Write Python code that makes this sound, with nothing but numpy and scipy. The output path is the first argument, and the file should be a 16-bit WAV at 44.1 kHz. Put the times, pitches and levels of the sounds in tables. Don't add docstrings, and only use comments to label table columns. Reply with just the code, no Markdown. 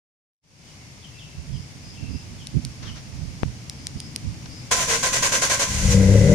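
import sys
import numpy as np
from scipy import signal
from scipy.fft import rfft, irfft, next_fast_len
from scipy.io import wavfile
from scipy.ndimage import uniform_filter1d

SR = 44100
rng = np.random.default_rng(int(sys.argv[2]) if len(sys.argv) > 2 else 0)


def store_pcm(level_fs):
    pcm = np.round(np.clip(level_fs, -1, 1) * 32767).astype(np.int16)
    wavfile.write(sys.argv[1], SR, np.atleast_2d(pcm).T)


N = 279594
TIME = np.arange(N) / SR
FIRE_S = 5.68

# time in seconds, level in dB.
FADE_IN = [(0, -77.5), (.41, -57.5), (.44, -18.5), (.52, -9.5), (.68, -0.5)]
# frequency in Hz, left minus right in dB.
AIR_SIDE = [(100, 2.5), (700, 5.5), (1300, 4), (2400, -1), (4400, 5.5), (6000, -0.5), (9000, -10),
            (14000, -5)]
TRUCK_SIDE = [(380, 5), (1300, 4), (4400, 4), (5600, 10), (7000, -5.5), (9000, -5), (11000, -44),
              (14500, -66)]
# start in seconds, level in dB.
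STROKES = [(4.712, -24.5), (4.776, -25.5), (4.862, -23.5), (5.024, -23.5), (5.125, -23.5), (5.221, -22),
           (5.317, -22), (5.414, -22), (5.494, -22.5), (5.59, -23)]


def from_db(db):
    return 10 ** (np.asarray(db) / 20)


def unit_power(x):
    return x / np.sqrt(np.mean(x ** 2) + 1e-20)


def in_time(rows):
    seconds, *columns = np.transpose(rows)
    return [np.interp(TIME, seconds, column) for column in columns]


def at_hz(rows, hz):
    row_hz, value = np.transpose(rows)
    return np.interp(np.log(hz + 1), np.log(row_hz), value)


def pan(side_db):
    return from_db(np.array([[.5], [-.5]]) * side_db)


def cut(x, hz, kind="low", order=2):
    return signal.sosfilt(signal.butter(order, hz, kind, fs=SR, output="sos"), x + 1e-18)


def drift(hz):
    return unit_power(cut(rng.standard_normal(N + SR), hz)[SR:])


def steady(x, seconds):
    size = int(seconds * SR)
    power = uniform_filter1d(uniform_filter1d(x ** 2, size), size)
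    return x / np.sqrt(np.abs(power) + 1e-4 * np.mean(x ** 2))


def bell(distance, half):
    return np.exp(-np.minimum((distance / half) ** 2, 50) / 2)


def swells(rows):
    return np.sqrt(sum((from_db(db) * bell(TIME - s, half)) ** 2 for s, half, db in rows))


def noise(spectrum, sides):
    # frequency in Hz, how alike left and right are from 0 to 1.
    likeness = [(60, 0.81), (640, 0.69), (1100, 0), (1700, 0), (3000, 0.084), (7000, 0)]
    size = next_fast_len(N)
    hz = np.fft.rfftfreq(size, 1 / SR)
    mid, side = rfft(rng.standard_normal((2, size)))
    alike, side_db = at_hz(likeness, hz), at_hz(sides, hz)
    pair = (np.sqrt(1 + alike) * mid + np.sqrt(1 - alike) * side * [[1], [-1]]) * pan(side_db)
    mono_gain = np.sqrt(np.cosh(np.log(from_db(side_db))) + alike)
    out = irfft(pair / mono_gain * from_db(at_hz(spectrum, hz)), size)[:, :N]
    return out / out.mean(axis=0).std()


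def resonate(x, modes):
    out = 0
    for k, (hz, width, db) in enumerate(modes):
        r = np.exp(-np.pi * width / SR)
        ring = signal.lfilter([1, 0, -1], [1, -2 * r * np.cos(2 * np.pi * hz / SR), r * r], x + 1e-18)
        out = out + (-1) ** k * from_db(db) * (1 - r * r) / 2 * ring
    return out


def scatter(x, t60, wet_db):
    age = np.arange(int(t60 * SR)) / SR
    tail = rng.standard_normal((2, len(age))) * from_db(-60 * age / t60)
    tail /= np.sqrt(np.sum(tail ** 2, axis=1, keepdims=True))
    return x + from_db(wet_db) * signal.fftconvolve(np.atleast_2d(x), tail, axes=1)[:, :N]


def outdoors():
    # time in seconds, rumble in dB, air in dB.
    levels = [(0.75, -47.5, -51), (1.3, -44.5, -50), (2.2, -43, -48.5), (3.7, -41, -48),
              (4.4, -37.5, -47.5), (4.65, -39.5, -46.3)]
    # frequency in Hz, relative level in dB.
    rumble_tone = [(20, -26), (60, -5.5), (100, -2), (135, 1.5), (200, -7.5), (300, -10.5), (450, -30.5),
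                   (800, -35)]
    air_tone = [(240, -5), (400, 0), (816, -3.5), (994, -5), (1330, -8.5), (1850, -7), (2150, -3),
                (4010, -8.5), (4740, -3.5), (5510, -3), (6820, -7), (7930, -14), (9090, -12.5),
                (13900, -30), (15000, -17.5)]
    scuff_tone = [(300, -8), (600, 5), (1500, 6.5), (3300, 3.5), (6000, 5.5), (10000, -36)]
    # peak time and half length in seconds, level in dB.
    scuffs = [(2.835, 0.0087, -44), (2.875, 0.032, -45.5), (2.975, 0.017, -45), (4.46, 0.0024, -42)]
    rumble_db, air_db = in_time(levels)
    rumble = from_db(rumble_db) * cut(noise(rumble_tone, AIR_SIDE), 570)
    air = from_db(air_db) * noise(air_tone, AIR_SIDE)
    return (rumble + air) * from_db(in_time(FADE_IN)[0]) + swells(scuffs) * noise(scuff_tone, AIR_SIDE)


def wind(breeze_peak_s=2.93, pop_s=3.433):
    # peak time and half length in seconds, level in dB, share of small swirls from 0 to 1.
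    gusts = [(1.397, .023, -28.5, 0), (1.547, 0.045, -24, 0), (2.036, 0.022, -25.5, 0.3),
             (2.106, 0.02, -25, 0.42), (2.155, .012, -19, 0.14), (2.57, 0.017, -14, 0.27),
             (2.659, 0.02, -26, 0.11), (2.88, 0.065, -31, 0.2), (3.239, 0.054, -26, 0),
             (3.466, 0.027, -22.5, 0.08), (3.966, 0.0088, -25, .15), (4.282, 0.031, -22.5, 0.04)]
    big_swirls = steady(cut(cut(rng.standard_normal(N), 64, "high"), 125, order=4), 0.033)
    small_swirls = steady(cut(cut(rng.standard_normal(N), 115, "high", order=3), 230, order=4), 0.07)
    breeze = from_db(-40 + 4 * drift(9) + in_time(FADE_IN)[0]) * bell(TIME - breeze_peak_s, 1.04)
    strength = np.hypot(swells([row[:3] for row in gusts]), breeze)
    share = in_time(gusts)[-1]
    buffeting = strength * (np.sqrt(1 - share) * big_swirls + np.sqrt(share) * small_swirls)
    age = np.maximum(TIME - pop_s, 0)
    pop = cut(from_db(-1.5) * (age > 0) * np.exp(-age / 0.0023) * (1 - age / 0.0025), 3000)
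    return np.array([pop, buffeting])


def notes(rows, length_s, waver, flutter_db, fade_db=0):
    song = np.zeros(N)
    wobble = 1 + waver * drift(280)
    flutter = unit_power(from_db(flutter_db * drift(120)))
    size = int(length_s * SR)
    shape = signal.windows.tukey(size, .4) * from_db(-fade_db * np.linspace(0, 1, size))
    for s, start_hz, end_hz, db in rows:
        at = int(s * SR) + np.arange(size)
        pitch_hz = np.geomspace(start_hz, end_hz, size) * wobble[at]
        song[at] += from_db(db) * shape * np.sin(2 * np.pi * np.cumsum(pitch_hz) / SR)
    return song * flutter


def birds():
    # start in seconds, level in dB.
    chirps = [(.65, -58), (1.015, -50.5), (1.182, -48.5), (1.516, -53.5), (1.925, -57), (2.376, -51.5),
              (2.845, -45.5)]
    buzzes = [(1.51, -54.5), (1.82, -52.5), (2.088, -51.5), (3.75, -57), (3.955, -50.5), (4.48, -50)]
    # start in seconds, pitch in Hz, level in dB.
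    whistles = [(.73, 2163, -55.5), (1.111, 2673, -48.5), (1.58, 2160, -59.5), (1.951, 2681, -46)]
    song = notes([(s, 3600, 2785, db) for s, db in chirps], .065, waver=0.029, flutter_db=4.5)
    song += notes([(s, hz, hz, db) for s, hz, db in whistles], .28, waver=.01, flutter_db=2.5, fade_db=8)
    song += notes([(s, 4900, 5220, db) for s, db in buzzes], .14, waver=0.0376, flutter_db=2.5)
    return pan(2.3) * scatter(song, t60=.34, wet_db=3.5)


def ticks(crumble_s=0.0009, crumble=0.22):
    # start in seconds, strength in dB.
    snaps = [(2.4705, 3), (2.65, 4.5), (3.6972, 4), (3.8693, 9.5), (4.0022, 3), (4.161, 9)]
    # pitch in Hz, width in Hz, gain in dB.
    tick_modes = [(2160, 690, -13.5), (4180, 1320, -4.5), (5540, 1470, 0.5), (6280, 1730, -4),
                  (9200, 830, -7)]
    out, age = np.zeros((2, N)), np.arange(SR // 100) / SR
    for s, db in snaps:
        snap = (age == 0) + crumble * rng.standard_normal((2, len(age))) * np.exp(-age / crumble_s)
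        out[:, int(s * SR) + np.arange(len(age))] += from_db(db) * resonate(snap, tick_modes)
    return scatter(out, t60=0.26, wet_db=-25)


def flywheel():
    # start in seconds, strength in dB.
    blows = [(4.714, -24), (5.03, -26), (5.518, -27.5), (5.62, -31.5)]
    # pitch in Hz, gain in dB, seconds to fade by 60 dB.
    disc_modes = [(1022, -2, 0.48), (1078, -6, 0.43), (1550, -3, 0.21)]
    out = np.zeros(N)
    for s, db in blows:
        start = int(s * SR)
        age = TIME[:N - start]
        for hz, mode_db, t60 in disc_modes:
            out[start:] += from_db(db + mode_db - 60 * age / t60) * np.sin(2 * np.pi * hz * age)
    return pan(3.5) * out


def surge(s, rise_s, hold_s, die_s=.026):
    return np.clip((TIME - s) / rise_s, 0, 1) * np.exp(-np.maximum(TIME - s - hold_s, 0) / die_s)


def cranking(normal_stroke_s=0.101, rise_s=0.0082, hold_share=.45):
    starts = [s for s, db in STROKES]
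    slam = from_db(-19) * surge(4.708, rise_s=.011, hold_s=0.02195)
    drag = from_db(-26) * surge(starts[0], rise_s, hold_s=0.1223)
    load, slowness = np.maximum(slam, drag), np.ones(N)
    for (s, db), length in zip(STROKES, np.diff(starts + [FIRE_S])):
        rise = rise_s * (length / normal_stroke_s) ** 3.47
        load = np.maximum(load, from_db(db) * surge(s, max(rise, rise_s), hold_share * length + rise / 2))
        slowness[TIME > s] = length / normal_stroke_s
    return load, slowness


def starter(release_s=5.925, slip=0.028, droop=.08):
    # time in seconds, base rate in teeth per second.
    tooth_rate = [(4.71, 780), (4.84, 685), (4.885, 490), (4.93, 486), (4.965, 486), (5.03, 540),
                  (5.25, 590), (5.55, 590)]
    # frequency in Hz, relative level in dB.
    grind_tone = [(210, -45), (350, -14), (527, -6), (844, -13.5), (1040, -6), (1210, -12), (1580, -5.5),
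                  (1740, -11.5), (1940, -6), (3590, -11.5), (6320, -8), (9660, -15), (12400, -28.5),
                  (13900, -25), (15000, -55)]
    shake_tone = [(25, 1), (60, 0.5), (110, 1), (160, -3.5), (210, -1), (270, -3), (350, -11.5), (600, -24)]
    # pitch in Hz, width in Hz, gain in dB.
    housing_modes = [(465, 29, -5.5), (533, 15, -16), (657, 24, 0), (1013, 25, 7), (1061, 27, 1.5),
                     (1561, 10.5, 5.5), (1627, 20, 1), (1953, 32, -2.5)]
    gear_modes = [(5740, 42, -0.5), (6134, 48, 1.5), (6530, 56, -2), (6530, 70, 4), (6900, 50, -2),
                  (7100, 64, 2)]
    load, slowness = cranking()
    strain = cut(load, 10, order=1) / from_db(STROKES[-1][1])
    teeth = np.cumsum(in_time(tooth_rate)[0] * (1 - droop * strain + slip * drift(61.4))) / SR
    contact = unit_power((3.2 + np.exp(-(teeth % 1) / 1.4)) * from_db(drift(420)))
    started = TIME > STROKES[0][0]
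    stage_db = np.select([TIME < FIRE_S, TIME < release_s], [-31.5, -29], -36)
    release = swells([(release_s, 0.016, -24.5)])
    whirr = np.hypot(cut(started * from_db(stage_db), 3.8, order=1), release)
    grind = from_db(-0.73) * load * noise(grind_tone, TRUCK_SIDE)
    spin = from_db(-1) * whirr * cut(noise(grind_tone, TRUCK_SIDE), 1930, "high", order=1)
    blows = contact * (rng.standard_normal(N) + 0.5 * rng.standard_normal((2, N)))
    housing_ring = steady(cut(resonate(blows, housing_modes), 2720, order=4), 0.032)
    housing = from_db(-8) * np.hypot(load, 0.49 * whirr) * housing_ring
    gear_ring = cut(resonate(contact * rng.standard_normal((2, N)), gear_modes), 7900, order=4)
    gear = from_db(-7) * np.hypot(load, whirr) * unit_power(gear_ring)
    angle = 2 * np.pi * teeth
    gear_note = slowness ** 0.99 * np.sin(angle) + from_db(-7) / slowness * np.sin(2 * angle)
    groan = from_db(-13 + 1.8 * drift(42)) * load * np.sqrt(2) * gear_note
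    shake = from_db(-38) * started * cut(noise(shake_tone, AIR_SIDE), 680)
    return contact * (grind + spin) + pan(4.7) * (housing + groan) + pan(-14.5) * gear + shake


def firing_pulses(firings, uneven_db=4.5, jitter_s=0.0003):
    # one cylinder's strength in dB, in firing order.
    cylinders = [5, -24, -1, 4.5, -9, -5.5]
    at = np.flatnonzero(np.diff(np.ceil(firings)))
    time_error, level_error = rng.standard_normal((len(at), 2)).T
    at = np.clip(at + (jitter_s * SR * time_error).astype(int), 0, N - 1)
    pulses = np.zeros(N)
    pulses[at] = from_db(np.resize(cylinders, len(at)) + uneven_db * level_error)
    return pulses


def exhaust(catch_s=5.862, turbulence=0.0078):
    # time in seconds, turns per second.
    engine_speed = [(5.8, 12), (5.9, 21.7), (5.95, 32.1), (5.995, 32.4), (6.04, 31.1), (6.11, 35),
                    (6.18, 35.3), (6.21, 35.6), (6.255, 38.6), (6.34, 39.8)]
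    # pitch in Hz, width in Hz, gain in dB.
    throb_modes = [(37, 23, -2), (63.5, 26.5, 6)]
    boom_modes = [(101.7, 3.3, 0)]
    drone_modes = [(147, 19, -6.5), (195.5, 3.6, 4)]
    rasp_modes = [(264, 8.6, 1.5), (302, 6.1, 4), (398.4, 7.8, 1.5), (487, 11.4, 7.5), (550, 11, 2.5),
                  (590, 8.9, -0.5), (680, 37, -19)]
    wall_modes = [(1620, 110, -25), (2016, 19, -1), (2420, 150, -31)]
    # frequency in Hz, relative level in dB.
    hiss_tone = [(440, -32), (750, 2.5), (1050, -8.5), (1160, -12), (1650, -2), (1800, -10.5), (2040, 2),
                 (2290, -5.5), (3550, -12.5), (6900, -11), (8020, -20), (9670, -18), (15000, -38)]
    running = np.clip((TIME - FIRE_S) / 0.029, 0, 1)
    speed, = in_time(engine_speed)
    pace = speed / speed.max()
    firing_hz = 3 * speed
    firings = np.cumsum(firing_hz * (running > 0)) / SR
    valve_open = 0.43 + np.exp(-(firings % 1) / .5)
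    flow = firing_pulses(firings) + turbulence * running * valve_open * rng.standard_normal(N)
    throb = cut(cut(resonate(flow, throb_modes), 73.4, order=6), 27, "high")
    throb = from_db(-22.5) * pace ** 0.57 * steady(throb, 0.024)
    boom_swell_db = 11 * bell(firing_hz - boom_modes[0][0], 6.5)
    boom = cut(resonate(flow, boom_modes), 117, order=4)
    boom = from_db(-22 + boom_swell_db) * pace ** 1.1 * steady(boom, 0.043)
    drone_swell_db = 8 * sum(bell(k * speed - drone_modes[1][0], 9.7) for k in (5, 6))
    drone = cut(cut(resonate(flow, drone_modes), 220, order=8), 124, "high", order=4)
    drone = from_db(-22.5 + drone_swell_db) * pace ** 1.28 * steady(drone, 0.021)
    burble_db = 2 * drift(18)
    rasp = cut(cut(resonate(flow, rasp_modes), 900, order=4), 257, "high", order=4)
    rasp = from_db(-21 + burble_db) * pace ** 2.2 * steady(rasp, 0.036)
    gas = from_db(-36.5) * pace ** 0.39 * valve_open
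    wall = from_db(-3) * gas * pace * unit_power(cut(resonate(rng.standard_normal(N), wall_modes), 3400))
    catch = from_db(8.5 * bell(TIME - catch_s, 0.038))
    pipe = catch * (throb + boom + drone) + rasp + wall
    return running * (pan(5.3) * pipe + gas * noise(hiss_tone, TRUCK_SIDE))


def scene():
    return outdoors() + wind() + birds() + ticks() + flywheel() + starter() + exhaust()


def record(dry, ceiling=0.97, cutoff_hz=14600):
    rounded = dry / (1 + (dry / ceiling) ** 6) ** (1 / 6)
    return signal.sosfilt(signal.ellip(10, .1, 80, cutoff_hz, fs=SR, output="sos"), rounded)


dry = scene()
out = record(dry)
store_pcm(out)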